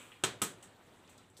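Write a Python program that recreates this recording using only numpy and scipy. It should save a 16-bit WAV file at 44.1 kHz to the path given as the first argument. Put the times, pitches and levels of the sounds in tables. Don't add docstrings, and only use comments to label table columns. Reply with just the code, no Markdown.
import sys
import numpy as np
from scipy import signal
from scipy.io import wavfile

SR = 44100
rng = np.random.default_rng(int(sys.argv[2]) if len(sys.argv) > 2 else 0)


def natural_amplitude(level_db):
    exponent = np.asarray(level_db, float) / 20
    return 10 ** exponent


def to_wav(sig):
    pcm = np.clip(np.atleast_2d(sig), -1, 1) * 32767
    pcm = np.round(pcm).astype(np.int16)
    wavfile.write(sys.argv[1], SR, pcm.T)


N = 61739
LEAD = 4410


def at_hz(points, hz):
    table_hz, values = np.array(points).T
    return np.interp(np.log(hz), np.log(table_hz), values)


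def rms_one(x):
    return x / np.sqrt(np.mean(x ** 2) + 1e-30)


def band(x, low_hz, high_hz):
    sos = signal.butter(2, [low_hz, min(high_hz, .45 * SR)], "band", fs=SR, output="sos")
    return signal.sosfilt(sos, np.asarray(x) + 1e-18)


def bands():
    edges = 30 * 2 ** (np.arange(29) / 3)
    return [(low, high, np.sqrt(low * high)) for low, high in zip(edges, edges[1:])]


def drift(rate_hz):
    r = np.exp(-2 * np.pi * rate_hz / SR)
    noise = rng.standard_normal(N + LEAD + SR)
    return rms_one(signal.lfilter([1], [1, -2 * r, r * r], noise)[SR:])


def ring(clicks, hz, t60):
    r = natural_amplitude(-60 / (t60 * SR))
    w = 2 * np.pi * hz / SR
    return signal.lfilter([0, np.sin(w)], [1, -2 * r * np.cos(w), r * r], clicks + 1e-18)


def grains(start_s, length_s, per_s, spread_db):
    t = (np.arange(N + LEAD) - LEAD) / SR - start_s
    draw = rng.random(len(t))
    size = np.minimum(rng.exponential(1, len(t)), 3)
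    sign = rng.choice([-1, 1], len(t))
    fade = (t >= 0) * np.exp(-np.maximum(t, 0) / length_s)
    run = (draw < per_s / SR) * sign * natural_amplitude(spread_db * size) * fade
    run[np.argmax(t >= 0)] = natural_amplitude(5)
    return run


# frequency in Hz, level in dB per Hz.
AIR_TONE = [(40, 6.5), (90, -2.5), (220, 3), (600, -1.5), (1440, -6.5), (3000, -15.5), (7000, -22.5),
            (15500, -30.5)]
AIR_DB, AIR_FLICKER_DB = -62, 1.78
HUM_HZ, HUM_WIDTH_HZ, HUM_DB = 101.3, 30, -71


def air():
    white = rng.standard_normal((3, N + LEAD))
    together = drift(2.4)
    hiss = 0
    for k, (low, high, hz) in enumerate(bands()):
        flicker_db = AIR_FLICKER_DB * (0.78 * together + drift(25.0))
        hiss = hiss + natural_amplitude(at_hz(AIR_TONE, hz) + flicker_db) * band(white[k % 2], low, high)
    hum = band(white[2], HUM_HZ - HUM_WIDTH_HZ / 2, HUM_HZ + HUM_WIDTH_HZ / 2)
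    return natural_amplitude(AIR_DB) * rms_one(hiss) + natural_amplitude(HUM_DB) * rms_one(hum)


# start in
# seconds, level in dB, centre frequency in Hz, length in seconds.
CREAKS = [(-.03, -39.5, 2600, 0.07), (-.06, -33.5, 424, 0.05), (-.02, -50.5, 7800, 0.1),
          (-.02, -59.5, 14300, 0.13), (.118, -40.5, 2400, 0.033), (0.6268, -45, 7800, 0.018),
          (0.63, -43, 2770, 0.0084), (0.634, -53, 14100, 0.007), (0.76, -65, 13600, 0.0089),
          (0.865, -65, 14600, 0.012), (1.077, -45.5, 5160, 0.0023), (1.093, -57, 13000, 0.016),
          (1.095, -51.5, 7100, 0.022), (1.1786, -48.5, 7400, 0.0054), (1.179, -58, 13200, .004),
          (1.184, -43, 4350, 0.0037), (1.301, -56, 7500, .006), (1.368, -43.5, 4500, 0.011),
          (1.37, -50, 8700, 0.027), (1.376, -42, 4850, .005), (1.391, -25.5, 407, 0.0012),
          (-.05, -42, 1255, 0.17), (.627, -44.5, 5130, 0.012), (.628, -40.5, 1470, 0.016),
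          (1.08, -49, 2400, 0.023), (1.18, -49, 4800, 0.0016), (1.369, -61, 14700, .04),
          (.28, -28, 89, 0.09), (0.931, -68, 8250, 0.3)]
CREAK_CLICKS_PER_S, CREAK_SPREAD_DB, CREAK_WIDTH_OCT = 2500, 3, .35


def creaks():
    width = 2 ** CREAK_WIDTH_OCT
    total = 0
    for start_s, db, hz, length_s in CREAKS:
        clicks = grains(start_s, length_s, CREAK_CLICKS_PER_S, CREAK_SPREAD_DB)
        total = total + natural_amplitude(db + 2.5) * band(clicks, hz / width, hz * width)
    return total


# start in seconds, level in dB.
FIRST_FRACTURES = [
    (.2373, -18),
    (.2388, -17),
    (.2412, -25.5),
    (.2428, -17.5),
    (.249, -20),
]
SECOND_FRACTURES = [
    (.4173, -37),
    (.4192, -16),
    (.4214, -17),
    (.4248, -15.5),
    (.4335, -43),
    (.4365, -21.5),
]
# frequency in Hz, level in dB per Hz.
FIRST_TONE = [(60, -37), (120, -1), (400, 0), (900, -3), (1500, -1), (3400, -6), (8000, -7.5), (15500, -24)]
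SECOND_TONE = [(60, -35), (150, 1.5), (350, -2), (650, -9), (1300, -4.5), (4000, -12.5), (8000, -4.5),
               (15500, -15.5)]
# frequency in Hz, level in dB, t60 in seconds.
FIRST_MODES = [(116, -37, 0.5), (151, -26.5, 0.041), (385.8, -21.5, 0.13), (578, -25.5, 0.06),
               (800, -19.5, 0.029), (1313, -23, 0.11), (1507, -24, 0.076), (2110, -36, 0.056),
               (2700, -20, 0.042), (3210, -23.5, 0.073), (3650, -30.5, .08), (6640, -22.5, 0.023),
               (8440, -20, 0.0094)]
SECOND_MODES = [(116, -33, 0.12), (214.5, -27.5, 0.073), (402, -31, 0.18), (543, -35.5, 0.064),
                (805, -36, 0.078), (1266, -22.5, 0.1), (2115, -29.5, 0.042), (2400, -30, 0.045),
                (2790, -34, 0.05), (3566, -36.5, 0.09), (7800, -20.5, 0.0057), (9800, -55, .006)]
GRIT_PER_S, GRIT_DB, GRIT_S = 2100, -8, 0.011
THUD_LAG_S, THUD_BELOW_HZ, SHELL_ABOVE_HZ = 0.00469, 300, 5000
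BLOW_TO_ROOM_DB = 4


def knock(fractures, tone, modes):
    clicks, blow = np.zeros((2, N + LEAD))
    for k, (start_s, db) in enumerate(fractures):
        clicks[LEAD + int(start_s * SR)] = natural_amplitude(db) * (-1) ** k
    first_s = fractures[0][0]
    top_db = max(db for _, db in fractures)
    blow[LEAD + int(first_s * SR)] = natural_amplitude(top_db)
    grit = grains(first_s + 0.00072, GRIT_S, GRIT_PER_S, 3.3)
    crunch = clicks + natural_amplitude(top_db + GRIT_DB) * grit

    broad = 0
    for k, (low, high, hz) in enumerate(bands()):
        broad = broad + natural_amplitude(at_hz(tone, hz) + 9.5) * band([crunch, blow], low, high) * (-1) ** k

    late_blow = np.roll(blow, int(THUD_LAG_S * SR))
    rings = 0
    for hz, db, t60 in modes:
        if hz < THUD_BELOW_HZ:
            striker = late_blow
        elif hz < SHELL_ABOVE_HZ:
            striker = blow
        else:
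            striker = clicks
        rings = rings + natural_amplitude(db + 7) * ring(striker, hz, t60)
    return np.array([broad[0] + rings, natural_amplitude(BLOW_TO_ROOM_DB) * broad[1]])


# frequency in Hz, t60 in seconds.
TILE_T60 = [(100, 0.41), (220, 0.37), (450, 0.45), (900, .32), (1800, 0.33), (3880, .28), (8000, 0.23),
            (14000, 0.18)]
ROOM_DB, ROOM_BUILD_S, ROOM_BUILD_CYCLES = -23.5, 0.0045, 2.5


def kitchen(x):
    t = np.arange(SR // 2) / SR
    white = rng.standard_normal((2, len(t)))
    echo = 0
    for k, (low, high, hz) in enumerate(bands()):
        build = 1 - np.exp(-t / (ROOM_BUILD_S + ROOM_BUILD_CYCLES / hz))
        decay = natural_amplitude(-60 * t / at_hz(TILE_T60, hz))
        echo = echo + band(white[k % 2], low, high) * decay * build
    return natural_amplitude(ROOM_DB) * signal.fftconvolve(x, echo)[:len(x)]


def scene():
    first = knock(FIRST_FRACTURES, FIRST_TONE, FIRST_MODES)
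    second = knock(SECOND_FRACTURES, SECOND_TONE, SECOND_MODES)
    creak_sends = creaks() * natural_amplitude([[0], [-7]])
    direct, to_room = first + second + creak_sends
    return (direct + kitchen(to_room) + air())[None, LEAD:]


def band_limit(x):
    return signal.sosfilt(signal.butter(12, 16600, fs=SR, output="sos"), x)


# centre frequency in Hz, width in Hz, gain in dB.
MIC_COLOUR = [(3540, 880, 6.5), (5080, 2300, -4), (7940, 740, 8)]


def record(dry):
    mix = signal.sosfilt(signal.butter(2, 72, "high", fs=SR, output="sos"), dry)
    for hz, width_hz, db in MIC_COLOUR:
        b, a = signal.iirpeak(hz, hz / width_hz, fs=SR)
        mix = mix + (natural_amplitude(db) - 1) * signal.lfilter(b, a, mix)
    mix = signal.sosfilt(signal.cheby2(12, 32, 15750, fs=SR, output="sos"), mix)
    return band_limit(mix)


dry = scene()
out = record(dry)
to_wav(out)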